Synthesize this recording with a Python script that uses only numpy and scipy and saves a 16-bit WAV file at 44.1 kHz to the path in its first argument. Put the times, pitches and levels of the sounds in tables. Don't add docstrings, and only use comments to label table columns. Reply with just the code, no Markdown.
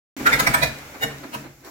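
import sys
import numpy as np
from scipy import signal
from scipy.fft import rfft, irfft
from scipy.io import wavfile
from scipy.ndimage import uniform_filter1d

SR = 44100
rng = np.random.default_rng(int(sys.argv[2]) if len(sys.argv) > 2 else 0)


def store_pcm(level_fs):
    pcm = np.round(np.clip(level_fs, -1, 1) * 32767).astype(np.int16)
    wavfile.write(sys.argv[1], SR, np.atleast_2d(pcm).T)


N = 74970

# time_s, rise_s, chuff_db, rasp_db, hiss_db, tilt_db_per_octave, right_over_left_db
PUFFS = [(0.271, 0.0093, -33.5, -12, -23, -1, 0.5), (0.337, 0.012, -33, -23, -25.5, -1, 0),
         (0.401, 0.0078, -28, -23, -19, 1, -1.5), (0.473, 0.0053, -24.5, -20, -23.5, -0.5, 1),
         (0.547, 0.0088, -29.5, -16, -22.5, 1.5, 0), (.635, .012, -27, -29.5, -22.5, -2.5, 1),
         (1.038, 0.016, -30, -31, -27.5, 4, -1.5), (1.349, 0.015, -37, -34.5, -35.5, 1.5, -2)]
# frequency_hz, level_db
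HISS_COLOUR = [(1500, -11), (2800, -8), (3800, 8), (4500, 5), (6000, 0.5), (8200, -3), (9500, -2),
               (12500, -2.5), (15500, -3.5)]
# frequency_hz, correlation
PUFF_LIKENESS = [(100, 0.85), (700, 1), (2000, 0.85), (5000, 0.077), (15000, 0.057)]
ROOM_LIKENESS = [(60, 0.92), (250, 0.88), (600, 0.69), (1000, 0.31), (2000, 0)]


def puffs():
    # frequency_hz, level_db
    chuff_colour = [(150, -25), (250, -0.5), (380, -36), (480, -7.5), (680, 3), (950, -6.5), (1100, -2.5),
                    (1600, -53)]
    rasp_colour = [(850, -22), (1100, -7), (1300, 8), (1600, 12), (1900, 2.5), (2350, 2), (2700, -4),
                   (4500, -31.5)]
    hiss_lead_s, hiss_pivot_hz, flutter_db = 0.0002, 7000, 0.5
    octaves = np.maximum(np.log2(bins() / hiss_pivot_hz), -2)
    out = 0
    for s, rise_s, chuff_db, rasp_db, hiss_db, tilt_db, pan_db in PUFFS:
        tilted_hiss = colour(HISS_COLOUR) * from_db(tilt_db * octaves)
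        colours = colour(chuff_colour), colour(rasp_colour), tilted_hiss
        chuff, rasp, hiss = (noise(c * castings(), PUFF_LIKENESS) for c in colours)
        body = (from_db(chuff_db) * chuff + from_db(rasp_db) * rasp) * swell(s, rise_s, fall_s=0.011)
        top = from_db(hiss_db) * hiss * swell(s - hiss_lead_s, rise_s, fall_s=0.0091)
        out = out + (body + top) * pan(pan_db)
    flutter = noise(resonance(0, half_width_hz=242), PUFF_LIKENESS)[0]
    return out * from_db(flutter_db * flutter)


def passages():
    # pitch_hz, level_db
    passage_modes = [
        [(430, -31), (1184, -26), (1297, -21), (1421, -11.5), (1679, -21), (1932, -17), (2158, -31)],
        [(436, -31), (936, -24.5), (1937, -15.5), (2147, -15), (2336, -23), (3563, -27), (5000, -32)],
        [(1001, -24.5), (1297, -22), (1464, -23), (2018, -21.5), (3057, -33)],
        [(678, -28), (1001, -25.5), (1232, -22), (1679, -44), (2018, -17), (2234, -14), (2330, -18.5),
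         (5550, -31), (5760, -28.5), (8257, -29.5)],
        [(818, -28), (968, -20), (1275, -18.5), (1437, -19.5), (1679, -39), (2255, -21), (3945, -43),
         (8301, -24)],
        [(497, -27), (640, -24.5), (700, -22.5), (979, -25.5), (1275, -39), (1733, -20.5), (2018, -20),
         (2417, -19), (3940, -21)],
        [(460, -27.5), (769, -30), (1475, -29), (1814, -24), (1975, -27), (2217, -30), (2885, -27),
         (3740, -31.5), (7003, -34.5)],
        [(457, -44), (947, -30), (1265, -38.5), (2616, -39), (2847, -39.5), (3116, -42)],
    ]
    ring_db, ring_s, ring_halved_hz = -8, 0.047, 2030
    out = 0
    for (s, rise_s, *_, pan_db), modes in zip(PUFFS, passage_modes):
        blown = swell(s, rise_s, fall_s=0.011)
        age_s = times() - s
        for hz, db in modes:
            band = resonance(hz, half_width_hz=1.9 + 0.013 * hz)
            tone = steady(noise(band, PUFF_LIKENESS), samples=500)
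            decay_s = ring_s / (1 + hz / ring_halved_hz)
            ring = from_db(ring_db) * np.exp(-np.abs(age_s) / decay_s) * (age_s > 0)
            out = out + from_db(db) * tone * np.maximum(blown, ring) * pan(pan_db)
    return out


def exhaust():
    # time_s, strength_db, thud_db
    pulses = [(0.213, -1.5, -40), (0.287, -14, -42), (0.349, -0.5, -27), (0.419, 4, -29), (0.489, 2.5, -26),
              (0.577, -26, -31), (.640, 2, -29), (1.044, 4, -36), (1.359, -1.5, -52)]
    # pitch_hz, gain_db, t60_s
    pipe_modes = [(139.9, -34.5, 0.66), (162, -45, 0.39), (216.1, -36.5, 0.32), (275, -33, 0.14),
                  (296, -51.5, 0.67), (452.4, -40, 0.22), (637, -44, 0.4)]
    # frequency_hz, level_db
    thud_colour = [(20, -30), (35, -30), (50, 8), (62, -6), (90, -37), (140, 14), (220, -12.5), (400, -23)]
    # time_s, level_db
    drone_level = [(.17, -36), (.23, -32), (.34, -36.5), (.41, -67), (.49, -34), (.58, -39), (.85, -57),
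                   (1.12, -49.5), (1.26, -43.5), (1.47, -46), (1.54, -67), (1.70, -48)]
    rings = sum(from_db(db) * strike(pulses, hz, t60_s) for hz, db, t60_s in pipe_modes)
    bass = steady(noise(colour(thud_colour), ROOM_LIKENESS), samples=1200)
    thuds = bass * sum(from_db(db) * swell(s, rise_s=0.015, fall_s=0.039) for s, _, db in pulses)
    drone = steady(noise(resonance(279.3, half_width_hz=33), ROOM_LIKENESS), samples=2500)
    return low_cut(rings, hz=106) + thuds + drone * level(drone_level)


def works():
    # frequency_hz, level_db
    crank_colour = [(20, -36), (36, -21), (48, -2), (62, 8.5), (95, 4.5), (140, 3), (200, -23), (500, -46)]
    churn_colour = [(20, -43), (70, -43), (140, -10), (180, -5), (270, -2.5), (380, -5.5), (500, -1.5),
                    (900, -6), (1300, -5), (2300, -5), (3000, -11.5), (6000, -20.5), (16000, -28.5)]
    # time_s, level_db
    crank_level = [(.17, -55), (.28, -42), (.38, -45), (.56, -39.5), (.69, -36), (.76, -54), (.92, -52),
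                   (.95, -57), (1.02, -51), (1.06, -48), (1.20, -53), (1.32, -65), (1.42, -51),
                   (1.70, -62.5)]
    churn_level = [(.17, -38.5), (.25, -34.5), (.30, -25.5), (.50, -30), (.62, -32.5), (.72, -37.5),
                   (.82, -40.5), (.98, -44.5), (1.12, -41.5), (1.30, -46.5), (1.46, -48.5), (1.56, -57),
                   (1.70, -57)]
    # start_s, strength_db
    blows = [(.201, -25), (.958, -28), (1.251, -24.5), (1.360, -25)]
    crank = steady(noise(colour(crank_colour), ROOM_LIKENESS), samples=2500) * level(crank_level)
    churn = noise(colour(churn_colour) * np.sqrt(castings()), ROOM_LIKENESS) * level(churn_level)
    knocks = strike(blows, hz=263, t60_s=0.051)
    return crank + churn + low_cut(knocks, hz=260)


def castings():
    depth_db, spacing_hz = 3.5, 130.5
    heights = rng.standard_normal(1000)
    return from_db(depth_db * np.interp(bins() / spacing_hz, np.arange(len(heights)), heights))


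def wheezes():
    # time_s, half_length_s, level_db
    leaks = [(0.206, 0.008, -31.5), (0.953, 0.015, -39.5), (1.109, 0.022, -39), (1.242, 0.012, -36),
             (1.454, 0.019, -42), (1.67, 0.037, -44)]
    # frequency_hz, level_db
    leak_colour = [(150, -42), (330, 14.5), (520, 7), (800, 7.5), (1600, 7), (2400, 3), (3100, -11.5),
                   (4200, -3), (9000, -34), (16000, -35)]
    envelope = sum(from_db(db) * swell(s, half_s, half_s) for s, half_s, db in leaks)
    return noise(colour(leak_colour), ROOM_LIKENESS) * envelope


def ticks():
    # time_s, level_db
    contacts = [(0.786, -39), (1.184, -42.5), (1.608, -53), (1.649, -43)]
    envelope = sum(from_db(db) * swell(s, rise_s=0.00135, fall_s=0.0027) for s, db in contacts)
    return noise(colour(HISS_COLOUR), ROOM_LIKENESS) * envelope


def from_the_right(x):
    # frequency_hz, right_over_left_db
    shading = [(200, 0), (700, 2), (1500, 0), (2600, 3), (5000, 4.5), (8000, -1), (11000, 6.5),
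               (15000, 12.5)]
    left_lag_s = 0.000327
    half_db = at_hz(shading, bins()) / 2
    delay = np.exp(-2j * np.pi * bins() * left_lag_s)
    return irfft(rfft(x) * [from_db(-half_db) * delay, from_db(half_db)], N)


def workshop(x):
    # frequency_hz, t60_s
    decay_times = [(60, 0.86), (300, 0.37), (1000, 0.18), (2200, 0.48), (5000, 0.25), (15000, 0.29)]
    # frequency_hz, level_db
    room_colour = [(60, 12.5), (300, 3), (700, 0), (2000, -3), (5000, -3), (8200, -3), (15000, -9.5)]
    build_s, centres_hz = 0.0012, np.geomspace(60, 15360, 9)
    wash = rfft(noise(1, ROOM_LIKENESS)) * colour(room_colour)
    onset = 1 - np.exp(-times() / build_s)
    tail = 0
    for hz, pick in zip(centres_hz, np.eye(len(centres_hz))):
        band = np.interp(np.log(bins()), np.log(centres_hz), pick)
        decay = onset * np.exp(-np.log(1000) * times() / at_hz(decay_times, hz))
        tail = tail + irfft(wash * band, N) * decay / np.sqrt(np.sum(decay ** 2))
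    return signal.fftconvolve(x[:1], tail, axes=1)[:, :N]


def room_hiss():
    # frequency_hz, level_db
    air_colour = [(200, -24), (1500, 0), (3500, -1), (5500, 9), (7600, 8.5), (8700, -6.5), (11000, 5),
                  (15500, 4.5)]
    # time_s, level_db
    air_level = [(.17, -41.5), (.60, -42.5), (.80, -49), (.95, -48.5), (1.30, -50.5), (1.40, -46.5),
                 (1.48, -55.5), (1.57, -55.5), (1.635, -57.5), (1.655, -47), (1.70, -47)]
    return noise(colour(air_colour), ROOM_LIKENESS) * level(air_level)


def from_db(db):
    return 10 ** (np.asarray(db) / 20)


def pan(db):
    return from_db([[-db / 2], [db / 2]])


def times():
    return np.arange(N) / SR


def bins():
    return np.maximum(np.arange(N // 2 + 1) * SR / N, 1)


def at_hz(points, hz):
    frequencies, values = np.transpose(points)
    return np.interp(np.log(hz), np.log(frequencies), values)


def level(points):
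    return from_db(np.interp(times(), *np.transpose(points)))


def colour(points):
    return from_db(at_hz(points, bins()))


def resonance(hz, half_width_hz):
    return 1 / (1 + ((bins() - hz) / half_width_hz) ** 2)


def noise(gains, likeness):
    mid, side = rfft(rng.standard_normal((2, N)))
    alike = np.clip(at_hz(likeness, bins()), -1, 1)
    pair = np.sqrt(1 + alike) * mid + np.sqrt(1 - alike) * side * [[1], [-1]]
    x = irfft(gains * pair, N)
    return x / np.sqrt(np.mean(x ** 2))


def steady(x, samples):
    return x / np.sqrt(uniform_filter1d(np.mean(x ** 2, axis=0), samples) + 1e-6)


def swell(s, rise_s, fall_s, roundness=1.53):
    t = times() - s
    return np.exp(-np.abs(t / np.where(t < 0, rise_s, fall_s)) ** roundness)


def strike(rows, hz, t60_s):
    clicks = np.full(N, 1e-18)
    for s, db, *_ in rows:
        clicks[int(s * SR)] += from_db(db)
    radius, angle = np.exp(-np.log(1000) / (t60_s * SR)), 2 * np.pi * hz / SR
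    return signal.lfilter([0, np.sin(angle)], [1, -2 * radius * np.cos(angle), radius ** 2], clicks)


def low_cut(x, hz):
    return signal.sosfilt(signal.butter(2, hz, "high", fs=SR, output="sos"), x)


def scene():
    jets, rings = puffs(), passages()
    small_sounds = wheezes() + ticks()
    air = room_hiss()
    room = workshop(jets + small_sounds + from_db(-6) * rings)
    return from_the_right(jets + rings) + small_sounds + room + exhaust() + works() + air


def record(dry):
    start_s, cutoff_hz = 0.166, 16000
    x = np.clip(dry * (times() > start_s), -1, 1)
    return signal.sosfilt(signal.ellip(12, .1, 80, cutoff_hz, fs=SR, output="sos"), x)


dry = scene()
out = record(dry)
store_pcm(out)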